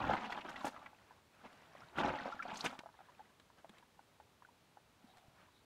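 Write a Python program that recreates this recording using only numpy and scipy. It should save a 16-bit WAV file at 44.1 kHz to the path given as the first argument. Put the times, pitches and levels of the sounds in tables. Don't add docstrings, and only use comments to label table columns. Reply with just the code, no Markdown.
import sys
import numpy as np
from scipy import signal
from scipy.fft import rfft, irfft, next_fast_len
from scipy.io import wavfile
from scipy.ndimage import uniform_filter1d, map_coordinates

SR = 44100
rng = np.random.default_rng(int(sys.argv[2]) if len(sys.argv) > 2 else 0)


def bounce(signal):
    frames = np.transpose(np.atleast_2d(signal))
    limited = np.clip(frames, -1, 1)
    pcm = np.round(limited * 32767).astype(np.int16)
    wavfile.write(sys.argv[1], SR, pcm)


N = 249154
TIME = np.arange(N) / SR


def amp(db):
    return 10 ** (np.asarray(db) / 20)


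def unit(x):
    return x / np.sqrt(np.mean(x ** 2) + 1e-20)


def noise(n=N):
    return rng.standard_normal(n)


def add(track, s, sound):
    start = max(round(s * SR), 0)
    track[start:start + len(sound)] += sound[:max(N - start, 0)]


def coloured(x, points):
    m = 2 * next_fast_len(len(x) // 2 + 4096)
    hz, db = np.transpose(points)
    gain = amp(np.interp(np.log(np.fft.rfftfreq(m, 1 / SR) + 1), np.log(hz), db))
    cepstrum = irfft(np.log(gain))
    cepstrum[1:m // 2] *= 2
    cepstrum[m // 2 + 1:] = 0
    return irfft(rfft(x, m) * np.exp(rfft(cepstrum)), m)[:len(x)]


def grains(per_s, low_hz, high_hz, cycles, spread_db):
    when, pitch, weight, polarity = np.hsplit(rng.random((int(per_s * N / SR), 4)), 4)
    hz = low_hz * (high_hz / low_hz) ** pitch
    size = hz / high_hz * amp(-spread_db * np.log(np.maximum(weight, .02)))
    n = np.arange(min(int(4 * cycles * SR / low_hz), 900))
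    turns = hz * n / SR
    decay = np.exp(-turns / cycles) * (1 - n / len(n))
    rings = size * np.sign(polarity - .5) * np.sin(2 * np.pi * turns) * decay
    where = (when * N).astype(int) + n
    return unit(np.bincount(where.ravel(), rings.ravel(), N)[:N])


def even(x, window_s):
    power = np.abs(uniform_filter1d(x ** 2, max(int(window_s * SR), 8)))
    return x / np.sqrt(power + 1e-4 * np.mean(x ** 2))


def held(s, length_s, rise_s, fall_s):
    return np.exp(np.minimum(TIME - s, 0) / rise_s - np.maximum(TIME - s - length_s, 0) / fall_s)


def swells(rows):
    return sum(amp(db) * np.cos(np.pi * np.clip((TIME - s) / length, -.5, .5)) for s, length, db in rows)


# f/Hz, level/dB
AIR_SPECTRUM = [(20, -44), (45, -8), (81, 0.5), (239, -3), (362, -5.5), (1070, -8), (1820, -12.5),
                (3980, -15.5), (4830, -19), (9430, -24.5), (15600, -30)]
def air(level_db=-70):
    return amp(level_db) * unit(coloured(noise(), AIR_SPECTRUM))


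# centre/s, length/s, level/dB
CHIRP_SWELLS = [(5.1, 0.082, -76), (5.57, 0.11, -76)]
HOLLOW_SWELLS = [(5.18, 0.39, -70.5)]
# f/Hz, level/dB
CHIRP_SPECTRUM = [(2900, -25), (3850, 0), (5100, -31)]
HOLLOW_SPECTRUM = [(430, -35), (740, -5), (1300, -45)]
def chirps_and_rush():
    chirps = swells(CHIRP_SWELLS) * unit(coloured(noise(), CHIRP_SPECTRUM))
    rush = swells(HOLLOW_SWELLS) * unit(coloured(noise(), HOLLOW_SPECTRUM))
    return chirps + rush


# centre/s, length/s, level/dB
MAT_SWELLS = [(0.06, 0.24, -48), (1.84, 0.037, -61), (2.06, 0.24, -53)]
# f/Hz, level/dB
MAT_SPECTRUM = [(22, -40), (52, -4), (70, -1), (110, -3), (200, -1.5), (500, -53)]
def rumble():
    return swells(MAT_SWELLS) * unit(coloured(noise(), MAT_SPECTRUM))


# centre/s, length/s, level/dB
STROKES = [(1.05, 0.42, -68), (1.58, 0.64, -63.5), (1.84, 0.24, -63.5), (3.12, 0.59, -70.5),
           (3.59, 0.051, -65.5), (3.765, 0.12, -66), (5.14, 0.46, -74), (5.41, 0.17, -66)]
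# f/Hz, level/dB
RUB_SPECTRUM = [(40, -26), (162, -2), (418, -8.5), (633, -2.5), (1520, -5.5), (3050, -14.5), (15000, -41)]
def rubbing():
    ticks = grains(per_s=260, low_hz=545, high_hz=8440, cycles=7.2, spread_db=3.5)
    return swells(STROKES) * unit(coloured(noise() + amp(-5.5) * ticks, RUB_SPECTRUM))


# t/s, peak/dB
RUBBER_CLICKS = [(1.5278, -52.5), (2.79, -37.5), (3.398, -51), (3.693, -48), (3.782, -53), (5.17, -54.5),
                 (5.181, -56)]
# f/Hz, level/dB
CLICK_SPECTRUM = [(400, 5), (2400, 3), (3300, 0), (3950, 2), (4600, -8.5), (8500, -12), (15000, -30)]
# t/s, level/dB, f/Hz
KNOCKS = [(0.097, -31, 505), (0.645, -34, 283), (2.045, -29.5, 235), (2.102, -30.5, 508), (2.261, -38, 240),
          (3.697, -49.5, 216), (5.042, -50, 236), (5.282, -51, 120)]
def sandals(click_rise_s=0.00096, click_t60_s=0.02, knock_rise_s=0.0012, knock_t60_s=0.045):
    out, t = np.zeros(N), np.arange(SR // 10) / SR
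    click_envelope = amp(-60 * t / click_t60_s) * (1 - np.exp(-t / click_rise_s))
    knock_envelope = amp(-60 * t / knock_t60_s) * (1 - np.exp(-t / knock_rise_s))
    for s, db in RUBBER_CLICKS:
        snap = coloured(noise(len(t)) * click_envelope, CLICK_SPECTRUM)
        add(out, s, amp(db) * snap / np.abs(snap).max())
    for s, db, hz in KNOCKS:
        add(out, s, amp(db) * knock_envelope * np.sin(2 * np.pi * hz * t))
    return out


# t/s, level/dB, length/s
SQUEEZES = [(0.314, -61.5, 0.01), (0.489, -55.5, 0.0093), (0.647, -46.5, 0.034), (1.973, -58.5, 0.023),
            (2.586, -60, 0.015), (2.643, -42, 0.014)]
# f/Hz, level/dB
SQUELCH_SPECTRUM = [(40, -25), (260, 5.5), (900, 2), (2500, -5), (4000, -8), (6500, -9.5), (10000, -16.5),
                    (15500, -25)]
def squelches(rise_s=0.0035, fall_s=0.0085, slack_db_per_s=140, seep_db=-15, seep_s=0.052):
    press = np.zeros(N)
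    for s, db, length in SQUEEZES:
        slack_db = slack_db_per_s * np.maximum(TIME - s, 0)
        attack = np.clip((TIME - s) / rise_s, 0, 1)
        release = np.exp(-np.maximum(TIME - s - length, 0) / fall_s)
        press += amp(db - slack_db) * attack * release
        press += amp(db + seep_db) * held(s, length, seep_s, seep_s)
    crackle = grains(per_s=1900, low_hz=955, high_hz=14700, cycles=2.2, spread_db=3.0)
    crackle += amp(-3.5) * noise()
    return press * even(coloured(crackle, SQUELCH_SPECTRUM), window_s=0.024)


# t/s, level/dB, f/Hz, t60/s
WATER_BUBBLES = [(0.322, -34.5, 1890, 0.022), (0.559, -38, 1920, 0.019), (2.187, -35, 1840, 0.022),
                 (2.323, -33.5, 1290, 0.035), (2.393, -34, 1620, 0.022), (2.399, -31.5, 1300, 0.046),
                 (2.424, -35, 2266, 0.02), (2.661, -21, 2370, 0.0075), (3.092, -49, 960, 0.024),
                 (3.202, -43, 800, 0.031), (4.449, -45.5, 1460, 0.021), (4.488, -50.5, 930, 0.028)]
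SOLE_SQUEAKS = [(2.608, -28, 3500, 0.013)]
def bubbles(rows, climb_per_s, attack_share=0.038):
    out, t = np.zeros(N), np.arange(SR // 16) / SR
    for s, db, hz, t60 in rows:
        phase = 2 * np.pi * hz * (t + climb_per_s * t ** 2)
        attack = 1 - np.exp(-t / (attack_share * t60))
        add(out, s, amp(db - 60 * t / t60) * attack * np.sin(phase))
    return out


# t/s, level/dB, length/s, f/Hz
BUNCHES = [(0.166, -46, 0.015, 2140), (0.243, -52, 0.022, 2920), (0.301, -53, 0.011, 3400),
           (0.322, -43, 0.0042, 2440), (0.378, -57, 0.017, 2600), (0.407, -52.5, 0.011, 2760),
           (0.485, -45, 0.0033, 1620), (0.56, -51.5, 0.0061, 2830), (0.605, -60.5, 0.011, 4000),
           (0.86, -50, 0.005, 1755), (1.45, -64.5, 0.026, 2600), (1.981, -46, 0.03, 3150),
           (2.155, -52, 0.009, 1880), (2.25, -63, 0.022, 4550), (2.424, -45, 0.00535, 1690),
           (2.426, -61.5, 0.006, 5470), (2.496, -56, 0.022, 2730), (2.539, -61, 0.013, 6000),
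           (2.556, -51, 0.0062, 3960), (2.57, -49.5, 0.0064, 6000), (2.59, -60, 0.028, 5270),
           (2.662, -36, 0.0041, 2620)]
# f/pitch, level/dB
FIZZ_SPECTRUM = [(.3, -21), (.75, 1), (1, 0), (1.3, -10), (2.0, -16), (5, -46)]
def spatters(count=9, pitch_spread=0.19, cycles=6, rise_s=0.00091, fall_s=0.0057):
    out, t = np.zeros(N), np.arange(SR // 10) / SR
    for s, db, length, hz in BUNCHES:
        fizz = unit(coloured(noise(len(t)), [(hz * ratio, level) for ratio, level in FIZZ_SPECTRUM]))
        burst = (1 - np.exp(-t / rise_s)) * np.exp(-np.maximum(t - length, 0) / fall_s)
        landings_s = length * (np.arange(count) + rng.random(count))[:, None] / count
        droplet_hz = hz * np.exp(pitch_spread * rng.standard_normal((count, 1)))
        turns = droplet_hz * np.maximum(t - landings_s, 0)
        rings = (np.sin(2 * np.pi * turns) * (1 - np.exp(-turns)) * np.exp(-turns / cycles)).sum(0)
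        add(out, s, amp(db) * burst.std() * unit(unit(rings) + unit(burst * fizz)))
    return out


# t/s, peak/dB, leaf f/Hz
LEAF_TAPS = [(0.016, -36, 870), (0.041, -29.5, 1015), (0.096, -24, 680), (0.11, -26.5, 780),
             (0.136, -24, 860), (0.152, -31, 930), (0.242, -34, 925), (0.297, -36, 840), (0.304, -38, 820),
             (0.356, -37, 890), (0.376, -34.5, 955), (0.459, -41.5, 750), (0.587, -42, 760),
             (0.614, -44, 1060), (0.635, -40, 850), (0.645, -29.5, 760), (0.669, -31.5, 875),
             (0.722, -46.5, 860), (0.745, -46, 713), (0.763, -41, 1220), (0.827, -46.5, 760),
             (0.86, -44.5, 1065), (0.931, -51, 850), (1.108, -49.5, 920), (1.452, -47, 627),
             (1.751, -46.5, 650), (1.986, -29, 860), (2.01, -34, 740), (2.036, -31, 790),
             (2.08, -30.5, 630), (2.138, -31, 835), (2.257, -31.5, 654), (2.279, -33, 700),
             (2.453, -37.5, 700), (2.728, -40.5, 804), (2.736, -45, 865), (2.752, -50, 890),
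             (2.782, -50.5, 1060), (2.805, -46, 890), (2.835, -45.5, 715), (2.859, -41.5, 756),
             (2.889, -48.5, 900), (2.941, -53, 1010), (2.99, -48.5, 800), (3.005, -47, 790),
             (3.086, -52, 1000), (3.194, -46, 807), (3.501, -54, 960), (3.645, -44, 750), (3.826, -54, 980),
             (3.992, -48, 870), (4.2, -48, 820), (4.422, -49, 1030), (4.771, -47.5, 780),
             (5.388, -61, 1330), (5.485, -57, 1030)]
# f/Hz, level/dB
SPLAT_SPECTRUM = [(300, -18.5), (600, 2.5), (1600, -1.5), (2200, -13.5), (12000, -42)]
def drops(rise_s=0.0012, overtone_ratio=1.665, overtone_db=-9, splat_db=-12, splat_t60_s=0.046,
          trailer_s=0.008, trailer_max_db=-3):
    out, t = np.zeros(N), np.arange(SR // 25) / SR
    push = t / rise_s * np.exp(1 - t / rise_s)
    for s, db, hz in LEAF_TAPS:
        phase = 2 * np.pi * hz * t
        swing = np.sin(phase) + amp(overtone_db + rng.normal(0, 2.4)) * np.sin(overtone_ratio * phase)
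        splat = amp(splat_db - 60 * t / splat_t60_s) * unit(coloured(noise(len(t)), SPLAT_SPECTRUM))
        tap = push * swing + (1 - np.exp(-t / rise_s)) * splat
        tap = amp(db) * tap / np.abs(tap).max()
        add(out, s, tap)
        add(out, s + trailer_s * (.5 + rng.random()), amp(trailer_max_db) * rng.random() * tap)
    return out


# t/s, length/s, level/dB
POURS = [(0.0, 0.14, -42.5), (1.982, 0.11, -42)]
GUSHES = [(0.04, 0.011, -51), (0.091, 0.031, -42), (0.131, 0.011, -39.5), (0.259, 0.017, -52.5),
          (0.322, 0.0035, -43), (0.375, 0.015, -50), (0.446, 0.02, -50.5), (0.489, 0.014, -49.5),
          (0.646, 0.041, -47), (1.44, 0.026, -56), (1.985, 0.03, -38.5), (2.033, 0.031, -37.5),
          (2.075, 0.025, -43), (2.254, 0.018, -48.5), (2.643, 0.022, -40.5)]
LEG_RUNOFFS = [(0.156, 0.46, -53), (0.757, 0.11, -62), (2.157, 0.17, -50.5), (2.497, 0.22, -52.5)]
def flow(thinning_db_per_s=13.5, sway_db=2.5, sway_per_s=22):
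    power, runoff = np.zeros(N), np.zeros(N)
    for s, length, db in POURS:
        power += (amp(db) * held(s, length, rise_s=0.019, fall_s=0.059)) ** 2
    for s, length, db in GUSHES:
        power += (amp(db) * held(s, length, rise_s=0.0026, fall_s=0.0057)) ** 2
    for s, length, db in LEG_RUNOFFS:
        thinning_db = thinning_db_per_s * np.maximum(TIME - s, 0)
        runoff += amp(db - thinning_db) * held(s, length, rise_s=0.073, fall_s=0.04)
    sway = map_coordinates(noise(512), [TIME * sway_per_s], mode="mirror")
    return np.sqrt(power), runoff * amp(sway_db * sway)


# f/Hz, level/dB
LUMP_SPECTRUM = [(22, -53), (48, -26), (110, -8), (160, -4), (245, -0.5), (330, -1.5), (480, -9.5),
                 (900, -60.5)]
PATTER_SPECTRUM = [(150, -31), (350, -12.5), (540, -3), (860, 2.5), (1120, -4), (1400, -2.5), (2000, -13.5),
                   (2800, -19.5), (4500, -31), (9000, -74)]
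SPRAY_SPECTRUM = [(1200, -5.5), (2600, 2.5), (3600, -2), (5000, -12), (7000, -18.5), (10000, -34.5),
                  (15500, -45)]
def scoops(gurgle_db=-7, glug_db=-7):
    lumps = grains(per_s=770, low_hz=42.6, high_hz=500, cycles=2.3, spread_db=2.5)
    lumps = coloured(lumps, LUMP_SPECTRUM)
    patter = grains(per_s=900, low_hz=455, high_hz=2900, cycles=2.0, spread_db=2.6)
    patter = coloured(patter + amp(4) * noise(), PATTER_SPECTRUM)
    spray = grains(per_s=800, low_hz=2166, high_hz=11750, cycles=4.5, spread_db=2.2)
    spray = coloured(spray + amp(-4) * noise(), SPRAY_SPECTRUM)
    gurgle = grains(per_s=150, low_hz=649, high_hz=3184, cycles=8, spread_db=2.5)
    gurgle = coloured(gurgle, [(900, 1), (3000, -13.5), (7000, -33)])
    patter = unit(patter) + amp(gurgle_db) * unit(gurgle)
    plops = grains(per_s=320, low_hz=612, high_hz=2330, cycles=3.4, spread_db=1.5)
    plops = coloured(plops, PATTER_SPECTRUM)
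    glugs = grains(per_s=70, low_hz=218, high_hz=262, cycles=7, spread_db=1.5)
    falling, runoff = flow()
    return (np.hypot(amp(-6) * falling, amp(-10.5) * runoff) * even(lumps, window_s=0.088)
            + np.hypot(falling, amp(-2.5) * runoff) * even(patter, window_s=0.018)
            + runoff * (even(plops, window_s=0.05) + amp(glug_db) * even(glugs, window_s=0.05))
            + np.hypot(amp(-15.5) * falling, amp(-8.5) * runoff) * even(spray, window_s=0.038))


def surroundings(x, delay_s=0.0037, wander_s=0.0004, echo_db=-8, tail_db=-17, tail_t60_s=0.069):
    place = map_coordinates(noise(64), [TIME * 9], mode="mirror")
    echo = np.interp(TIME - delay_s - wander_s * place, TIME, x, left=0)
    echo = coloured(echo, [(1500, -3.5), (4000, 1.5), (12000, -0.5)])
    t = np.arange(SR // 5) / SR
    tail = noise(len(t)) * amp(-60 * t / tail_t60_s) * (t > .005)
    tail = coloured(tail, [(1500, -2), (10000, -6)])
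    scatter = signal.fftconvolve(x, tail / np.linalg.norm(tail))[:N]
    return x + amp(echo_db) * echo + amp(tail_db) * scatter


def scene():
    bath = scoops() + spatters() + drops() + squelches() + sandals()
    bath += bubbles(WATER_BUBBLES, climb_per_s=4.1) + bubbles(SOLE_SQUEAKS, climb_per_s=86)
    return (air() + surroundings(bath) + rubbing() + rumble() + chirps_and_rush())[None]


def record(dry, top_hz=15750):
    m = next_fast_len(N + SR // 4)
    passband = np.fft.rfftfreq(m, 1 / SR) < top_hz
    return irfft(rfft(dry, m) * passband, m)[..., :N]


dry = scene()
out = record(dry)
bounce(out)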